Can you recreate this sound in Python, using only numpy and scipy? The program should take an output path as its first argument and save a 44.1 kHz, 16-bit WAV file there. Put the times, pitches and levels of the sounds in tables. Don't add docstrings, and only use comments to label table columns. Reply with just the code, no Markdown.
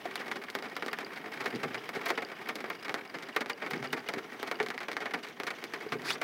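import sys
import numpy as np
from scipy import signal
from scipy.fft import rfft, irfft
from scipy.io import wavfile
from scipy.ndimage import uniform_filter1d

SR = 44100
rng = np.random.default_rng(int(sys.argv[2]) if len(sys.argv) > 2 else 0)


def persist_wave(psi):
    counts = np.round(np.clip(psi, -1, 1) * 32767).astype(np.int16)
    wavfile.write(sys.argv[1], SR, np.atleast_2d(counts).T)


def natural_amplitude(level_db):
    exponent = np.asarray(level_db, float) / 20
    return 10 ** exponent


N = 274743
SIZE = 16384
HZ = np.fft.rfftfreq(SIZE, 1 / SR)


def unit_rms(x):
    return x / np.sqrt(np.mean(x ** 2) + 1e-20)


def read_spectrum(points, hz):
    table_hz, value = np.transpose(points)
    return np.interp(np.log(hz + 1), np.log(table_hz + 1), value)


def curves(rows):
    start_s, *columns = np.transpose(rows)
    t = np.arange(N) / SR
    return [np.interp(t, start_s, column) for column in columns]


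def add(mix, start_s, sound):
    part = mix[round(start_s * SR):][:len(sound)]
    part += sound[:len(part)]


def causal(db):
    cepstrum = irfft(np.maximum(db, -100) * np.log(10) / 20)
    cepstrum[1:SIZE // 2] *= 2
    cepstrum[SIZE // 2 + 1:] = 0
    return np.exp(rfft(cepstrum))


def coloured_noise(points):
    hz = np.fft.rfftfreq(N, 1 / SR)
    white = rfft(rng.standard_normal(N))
    return unit_rms(irfft(white * natural_amplitude(read_spectrum(points, hz)), N))


def resonate(x, hz, width_hz):
    turn = np.exp(2j * np.pi * np.cumsum(hz * np.ones(len(x))) / SR)
    r = np.exp(-np.pi * width_hz / SR)
    return 2 * (turn * signal.lfilter([1 - r], [1, -r], x / turn)).real


def random_hits(per_s, spread_db, most):
    size = natural_amplitude(spread_db * np.minimum(rng.exponential(1, N), most))
    return size * (rng.random(N) < per_s / SR)


# pitch_hz [Hz], t60_s [s]
RING_DECAY = [(150, 0.13), (400, 0.27), (1000, 0.099), (2800, 0.047), (7300, 0.061), (15000, 0.071)]
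# pitch_hz [Hz], level_db [dB], t60_s [s]
ROOF_MODES = [(137, -7, 0.069), (249, -4.5, 0.13), (398.7, -5, 0.37), (460, 7, 0.058), (716, 9.5, 0.071),
              (813, 11, 0.042)]


def spots(count, direct_db, modes_db):
    t = np.arange(SIZE) / SR
    hz, frame_s, z = signal.stft(rng.standard_normal((count, SIZE)), SR, nperseg=128)
    t60_s = read_spectrum(RING_DECAY, hz)[:, None]
    dying = z * natural_amplitude(-60 * frame_s / t60_s) / np.sqrt(t60_s)
    answer = signal.istft(dying, SR, nperseg=128)[1][:, :SIZE]
    answer *= 1 - np.exp(-t / 0.0012)
    answer /= np.linalg.norm(answer, axis=1, keepdims=True)
    answer[:, 0] += natural_amplitude(direct_db)
    for pitch_hz, level_db, mode_t60_s in ROOF_MODES:
        share, detune = rng.standard_normal((count, 2)).T[:, :, None]
        fade = natural_amplitude(modes_db + level_db - 60 * t / mode_t60_s)
        answer += share * fade * np.sin(2 * np.pi * pitch_hz * (1 + 0.036 * detune) * t)
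    answer[:, SIZE // 2:] = 0
    return rfft(answer)


# start_s [s], level_db [dB]
PATTER = [(0.0, -43), (0.62, -47.5), (0.78, -45.5), (1.23, -45.5), (1.37, -43.5), (2.15, -45),
          (2.27, -45.5), (3.35, -49.5), (3.45, -53.5), (3.57, -50), (3.71, -45.5), (3.8, -48.5),
          (4.53, -45), (4.68, -47.5), (4.94, -49.5), (5.21, -50), (6.0, -45.5), (6.23, -47)]
# pitch_hz [Hz], level_db [dB per Hz]
PANEL = [(35, -41), (60, -66.5), (118, -15.5), (248, -0.5), (435, 3), (588, -4), (760, -1.5), (982, -4),
         (1130, 0), (2220, 2), (2700, -9), (4790, -16.5), (6950, -27), (8200, -29), (15700, -34)]


def patter(answers):
    hits = random_hits(per_s=600, spread_db=5.5, most=4)
    spot = rng.integers(0, len(answers), N)
    tilts_db_per_octave = np.linspace(-2.25, 2.25, len(answers))
    panel_db = read_spectrum(PANEL, HZ)
    octaves = np.log2((HZ + 100) / 1500)
    taps = np.zeros(N)
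    for k, answer in enumerate(answers):
        response = irfft(answer * causal(panel_db + tilts_db_per_octave[k] * octaves))
        taps += signal.oaconvolve(hits * (spot == k), response)[:N]
    level_db, = curves(PATTER)
    return natural_amplitude(level_db) * unit_rms(taps)


# pitch_hz [Hz], level_db [dB per Hz]
WASH = [(35, -61), (60, -6), (237, 16), (435, 7), (982, 5), (2020, -19), (2440, -18), (4900, -29),
        (7800, -19.5), (15700, -14.5)]


def far_wash():
    return natural_amplitude(-55.5) * coloured_noise(WASH)


# start_s [s], pitch_hz [Hz]
FIZZ_TOP = [(0, 4940), (2.4, 4730), (4.6, 5800), (6.23, 5700)]


def fizz():
    clumps = natural_amplitude(3.0 * unit_rms(uniform_filter1d(rng.standard_normal(N), size=900)))
    hits = clumps * random_hits(per_s=500, spread_db=4.0, most=4)
    t = np.arange(SIZE // 4) / SR
    kind = rng.integers(0, 8, N)
    tails = rng.standard_normal((8, len(t))) * natural_amplitude(-60 * t / 0.06)
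    splashes = sum(signal.oaconvolve(hits * (kind == k), tail)[:N] for k, tail in enumerate(tails))
    top_hz, = curves(FIZZ_TOP)
    upper = lower = splashes
    for _ in range(3):
        upper = resonate(upper, top_hz, 1700)
        lower = resonate(lower, 2900, 1900)
    return natural_amplitude(-60.5) * unit_rms(upper + 2.24 * lower)


# pitch_hz [Hz], level_db [dB], t60_s [s]
GLASS_MODES = [(2873, 6.5, 0.025), (3700, -29, 0.0088), (4750, 6, 0.015), (5000, 1.5, 0.014),
               (6000, -11, .008)]


def glass_ticks():
    hits = random_hits(per_s=91, spread_db=9, most=3)
    t = np.arange(SIZE // 8) / SR
    ticks = np.zeros(N)
    for pitch_hz, level_db, t60_s in GLASS_MODES:
        mode = natural_amplitude(level_db - 60 * t / t60_s) * np.sin(2 * np.pi * pitch_hz * t)
        ticks += signal.oaconvolve(hits * rng.standard_normal(N), mode)[:N]
    return natural_amplitude(-61) * unit_rms(ticks)


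# [ms, length of the splat]
DROPS = [(0.053, -42.5, -42, -51, 9.7), (0.084, -50, -78, -65, 8.1), (0.11, -45, -66, -55, 4.9),
         (0.156, -38.5, -59, -41, 1.77), (0.192, -43, -48.5, -53, 27), (0.28, -44, -49, -52, 3.9),
         (0.313, -34.5, -48, -44.5, 6.9), (0.355, -42.5, -43.5, -49.5, 14.7),
         (0.438, -45.5, -54, -52, 1.66), (0.483, -42, -71, -62, 7.1), (0.501, -77, -54, -46.5, 0.55),
         (0.551, -35.0, -40.5, -43.5, 1.9), (0.586, -45, -55, -51, 4.6), (0.624, -45, -52, -54, 2.2),
         (0.638, -45, -52, -55, 25), (0.698, -53, -64, -57, 2), (0.765, -37.5, -46, -45.5, 3.7),
         (0.823, -36, -42, -50, 2.7), (0.862, -45, -40.5, -48, 2.1), (0.881, -37.5, -52, -48, 4.7),
         (0.93, -35.5, -49, -46.5, 3.46), (0.987, -39.5, -52, -47.5, 1.2), (1.001, -44, -48, -52, 15),
         (1.155, -45, -63, -56, 24), (1.165, -50, -50, -58, 1.2), (1.403, -37.5, -48, -46.5, 14.3),
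         (1.439, -46, -44, -52, 10.2), (1.457, -32.5, -41, -43.5, 7.7), (1.541, -49, -65, -62, 1.4),
         (1.558, -47.5, -63, -49, 1.8), (1.631, -34.5, -39, -45, 9.8), (1.705, -44.5, -49, -61, 16),
         (1.743, -37, -52, -46.5, 11), (1.857, -57, -65, -59, 1.5), (1.891, -41, -47, -49.5, 1.1),
         (1.949, -41.5, -40, -50, 28), (2.009, -43, -50, -54, 11), (2.031, -45, -53, -59.0, 12),
         (2.058, -33.5, -41, -41.5, 12), (2.085, -35.5, -46.5, -42.5, 8.5),
         (2.102, -30.5, -35.5, -40.5, 5.6), (2.175, -33, -39, -47.5, 7.6), (2.22, -39, -42.5, -50, 8.2),
         (2.287, -52, -55, -60, 1.5), (2.316, -43.5, -51.5, -56, 4.8), (2.487, -34.5, -43.5, -44.0, 10.5),
         (2.555, -50, -44.5, -43.5, 3.7), (2.604, -44.5, -46, -51, 4.8), (2.64, -39.5, -40, -56, 4.4),
         (2.7, -35.5, -46, -49.5, 6), (2.827, -50, -59, -54, 2.3), (2.846, -40.5, -51, -50.0, 12.3),
         (2.881, -41, -46, -52, 4), (2.894, -36.5, -41.5, -46.5, 1.93), (2.942, -35, -40.5, -42, 1.1),
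         (3.142, -40.0, -44, -52, 11.6), (3.186, -50, -54, -53.5, 1.4), (3.222, -45.5, -49, -49.5, 13),
         (3.285, -43.5, -49, -53.5, 8.1), (3.362, -28, -36, -39.5, 5.2), (3.407, -35.5, -38.5, -43, 9.3),
         (3.459, -43.5, -45, -51.5, 2.1), (3.496, -34, -43, -42, 7.8), (3.614, -40, -44, -58, 24),
         (3.619, -44, -52, -56, 14), (3.661, -40.5, -42, -52.5, 7.3), (3.707, -40, -41.5, -44.5, 8),
         (3.733, -36.5, -49.5, -48.5, 4.4), (3.759, -47, -45, -57, 6.4), (3.827, -43, -43.5, -52, 1.1),
         (3.838, -39.5, -51, -49, 17), (3.928, -33.0, -37, -40.5, 6.1), (3.964, -40, -48, -52, 21),
         (4.086, -35.5, -41.5, -41.5, 5.5), (4.137, -41, -40, -45.5, 2), (4.178, -41, -44, -52, 10.3),
         (4.398, -54, -48, -55, 1), (4.429, -37.5, -40.5, -48.5, 0.92), (4.471, -41, -48, -48, 8.4),
         (4.513, -34.5, -39.5, -43.5, 3), (4.6, -30, -37.5, -47.5, 4.5), (4.628, -46, -41, -46.5, 2.4),
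         (4.662, -40.5, -62.0, -49, 2.9), (4.686, -51, -46, -47.0, 0.22), (4.702, -37, -49.5, -47, 2.1),
         (4.739, -46, -48, -55, 9.1), (4.778, -38.5, -65, -52, 1.3), (4.804, -39.5, -48.5, -51, 12.6),
         (4.831, -43, -50, -53, 4.7), (4.882, -38, -42, -49, 7.2), (4.916, -41.5, -50, -46, 1.32),
         (4.93, -45.5, -51, -50, 2.6), (4.967, -34.5, -46.5, -45, 1.2), (5.004, -39.5, -43, -50, 29),
         (5.055, -35.5, -42.5, -49.5, 8.2), (5.108, -43, -56, -54, 8.8), (5.136, -32.5, -39, -44.5, 9.3),
         (5.228, -45.5, -74, -50.5, 19), (5.267, -53, -60, -58, 2.3), (5.286, -64, -70, -54, 1.6),
         (5.4, -38, -43, -47.5, 1.5), (5.434, -42.5, -45, -47.5, 1.5), (5.467, -34.5, -45, -42.5, 14.7),
         (5.503, -37.5, -51, -46, 7.4), (5.64, -44, -45, -44.5, 0.7), (5.735, -37, -44.5, -46, 9.8),
         (5.802, -45.5, -55, -55, 13), (5.92, -34, -37.5, -45.5, 7.1), (5.924, -42, -49.5, -49.5, 20),
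         (6.019, -53, -58, -54, 0.92), (6.105, -33.5, -52, -46, 0.97), (6.151, -42, -48, -64, 9.9),
         (6.214, -34, -39.5, -43.5, 6.3)]


def large_drops(answers):
    lead_share = 0.35
    sharp_db, sharp_ms = -2.5, 3.2
    t_ms, out = np.arange(SIZE) / SR * 1000, np.zeros(N)
    low = causal(-10 * np.log10(1 + (HZ / 700) ** 8))
    high = causal(-10 * np.log10(1 + (3500 / (HZ + 1)) ** 8))
    middle = causal(-10 * np.log10((1 + (700 / (HZ + 1)) ** 8) * (1 + (HZ / 3500) ** 8)))
    dull = causal(-10 * np.log10(1 + (HZ / 4500) ** 4))
    panel_db = read_spectrum(PANEL, HZ)
    octaves_up = np.log2(np.maximum(HZ / 6000, 1))
    first_20_ms = slice(0, round(0.02 * SR))
    for k, (start_s, tap_db, thud_db, splash_db, length_ms) in enumerate(DROPS):
        rise_ms, fall_ms = lead_share * length_ms, (1 - lead_share) * length_ms
        after = (t_ms - rise_ms) / np.where(t_ms < rise_ms, rise_ms, fall_ms)
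        droplets = rng.standard_normal(SIZE) * natural_amplitude(3.92 * rng.exponential(1, SIZE))
        droplets[round(rise_ms * SR / 1000)] = 11
        spatter = rfft(droplets * np.exp(-after ** 2))
        clean_tick = natural_amplitude(sharp_db) * np.exp(-length_ms / sharp_ms) * dull
        struck = spatter * (answers[k % len(answers)] + clean_tick)
        blots_db = 10 * np.log10(uniform_filter1d(abs(struck) ** 2, size=70))
        uneven_db = 0.62 * (blots_db - blots_db.mean())
        sparkle_db = 0.076 * (splash_db - tap_db - 12.0) * octaves_up
        struck *= causal(panel_db + sparkle_db - uneven_db)
        tap, thud, splash = [irfft(struck * band) for band in (middle, low, high)]
        splash *= 1 + 1.8 * np.exp(-t_ms / 6.3)
        for level_db, part in ((tap_db, tap), (thud_db, thud), (splash_db, splash)):
            add(out, start_s, natural_amplitude(level_db) * part / part[first_20_ms].std())
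    return out


# start_s [s], level_db [dB], pitch_hz [Hz], t60_s [s]
HOLLOW_DROPS = [(0.055, -25.5, 694, 0.04), (4.603, -24.5, 430, 0.15), (5.864, -30, 430, 0.076),
                (5.955, -27.5, 425, 0.058)]


def hollow_drops():
    t, out = np.arange(SIZE) / SR, np.zeros(N)
    rise = 1 - np.exp(-t / 0.00027)
    for start_s, level_db, pitch_hz, t60_s in HOLLOW_DROPS:
        note = np.sin(2 * np.pi * pitch_hz * t)
        add(out, start_s, rise * natural_amplitude(level_db - 60 * t / t60_s) * note)
    return out


# [dB, noise rms at the onset]
CRACKS = [(0.156, -40), (0.55, -40), (0.765, -43), (0.93, -40), (0.9862, -49), (1.892, -45), (2.0577, -36),
          (2.083, -37), (2.1011, -38), (2.4876, -39), (2.5536, -44), (2.699, -40), (2.9402, -52),
          (3.3622, -35.5), (3.4955, -41), (3.7055, -39), (3.9275, -37.5), (4.0856, -46), (4.4283, -36.5),
          (4.512, -45), (4.9142, -55), (5.3981, -46), (5.4675, -48), (5.639, -50), (6.2133, -42)]


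def cracks():
    t, out = np.arange(SIZE // 4) / SR, np.zeros(N)
    bright = signal.butter(4, 9800, "high", fs=SR, output="sos")
    fall_db = -60 * t / 0.011
    for start_s, level_db in CRACKS:
        noise = unit_rms(signal.sosfilt(bright, rng.standard_normal(len(t))))
        add(out, start_s, natural_amplitude(level_db + fall_db) * noise)
    return out


# start_s [s], level_db [dB]
WIPES = [(1.529, -42), (3.72, -41.5), (5.919, -43.5)]


def wiper_rumble():
    rise_s, fall_db_per_s = 0.0063, 200
    sweep_db, sweep_s, stop_s = -7, 0.2, 0.055
    shake, t = rng.standard_normal(N), np.arange(N) / SR
    body, level = np.zeros(N), np.zeros(N)
    for pitch_hz, mode_db, _ in ROOF_MODES[:3]:
        mode = resonate(resonate(shake, pitch_hz, 45), pitch_hz, 45)
        body += natural_amplitude(mode_db) * unit_rms(mode)
    for start_s, level_db in WIPES:
        since = np.maximum(t - start_s, 0)
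        rise = np.minimum(since / rise_s, 1)
        groan = natural_amplitude(-fall_db_per_s * since)
        sweep = natural_amplitude(sweep_db) * np.exp(-np.maximum(since - sweep_s, 0) / stop_s)
        level += natural_amplitude(level_db) * rise * (groan + sweep)
    return level * unit_rms(body)


# [dB, of the push]
KNOCKS = [(1.5403, -34.5), (1.552, -31), (1.5612, -28.5), (1.572, -39), (1.658, -30.5), (1.711, -38),
          (1.9707, -28.5), (3.739, -36), (3.754, -32), (3.771, -32), (4.172, -28)]


def wiper_knocks():
    push_hz, push_ms, ring_db = 318, 1.85, -50.5
    early_s = 0.005
    t, out = np.arange(SIZE) / SR, np.zeros(N)
    from_peak_s = t - early_s
    push = -np.cos(2 * np.pi * push_hz * from_peak_s) * np.exp(-(from_peak_s * 1000 / push_ms) ** 2)
    modes = sum(natural_amplitude(level_db - 60 * t / t60_s) * np.cos(2 * np.pi * pitch_hz * t)
                for pitch_hz, level_db, t60_s in ROOF_MODES)
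    knock = push + natural_amplitude(ring_db) * signal.oaconvolve(push, modes)[:SIZE]
    for peak_s, level_db in KNOCKS:
        add(out, peak_s - early_s, natural_amplitude(level_db) * knock)
    return out


# start_s [s], level_db [dB], lower_hz [Hz], upper_hz [Hz] (its two sliding resonances)
SWISH = [(6.04, -50, 1250, 4700), (6.06, -38, 1390, 4700), (6.085, -36.5, 1970, 4830),
         (6.108, -29.5, 2900, 5300), (6.12, -38, 3740, 6270), (6.135, -36.5, 4870, 7560),
         (6.155, -49, 5650, 9000)]
# pitch_hz [Hz], level_db [dB per Hz]
SWISH_AIR = [(470, -37), (800, -3.5), (2580, -6), (3150, -8), (3520, -1.5), (12200, -24.5), (15700, -22)]


def swish():
    level_db, lower_hz, upper_hz = curves(SWISH)
    grit_db = 1.2 * unit_rms(uniform_filter1d(rng.standard_normal(N), 40))
    air = coloured_noise(SWISH_AIR) * natural_amplitude(grit_db)
    first_s, last_s = SWISH[0][0], SWISH[-1][0]
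    gate = np.interp(np.arange(N) / SR, [first_s - 0.01, first_s, last_s, last_s + 0.01], [0, 1, 1, 0])
    hiss = air + 7.6 * resonate(air, lower_hz, 330)
    hiss += 3.1 * resonate(air, upper_hz, 600)
    hiss += 2.1 * resonate(air, 10600, 2000)
    return gate * natural_amplitude(level_db) * unit_rms(hiss)


def scene():
    fine = patter(spots(count=12, direct_db=-11.5, modes_db=-49))
    fine_db, = curves(PATTER)
    follow = natural_amplitude(0.84 * (fine_db - fine_db.mean()))
    background = follow * (far_wash() + fizz())
    large = large_drops(spots(count=40, direct_db=-3.5, modes_db=-49.5))
    rain = fine + background + glass_ticks() + large + hollow_drops() + cracks()
    wipers = wiper_rumble() + wiper_knocks()
    return (rain + wipers + swish())[None]


# pitch_hz [Hz], level_db [dB per Hz]
HISS = [(25, 2), (70, 7), (120, -30), (15700, -60)]


def electronics_noise():
    return natural_amplitude(-91) * coloured_noise(HISS)


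def low_pass(x):
    return signal.sosfilt(signal.butter(12, 16640, fs=SR, output="sos"), x)


def record(dry):
    thin = signal.sosfilt(signal.butter(4, 100, "high", fs=SR, output="sos"), dry)
    treble_cut = signal.firwin(255, 15900, window=("kaiser", 4), fs=SR)
    thin = signal.oaconvolve(thin, treble_cut[None], "same")
    mix = thin + electronics_noise()
    return low_pass(mix)


dry = scene()
out = record(dry)
persist_wave(out)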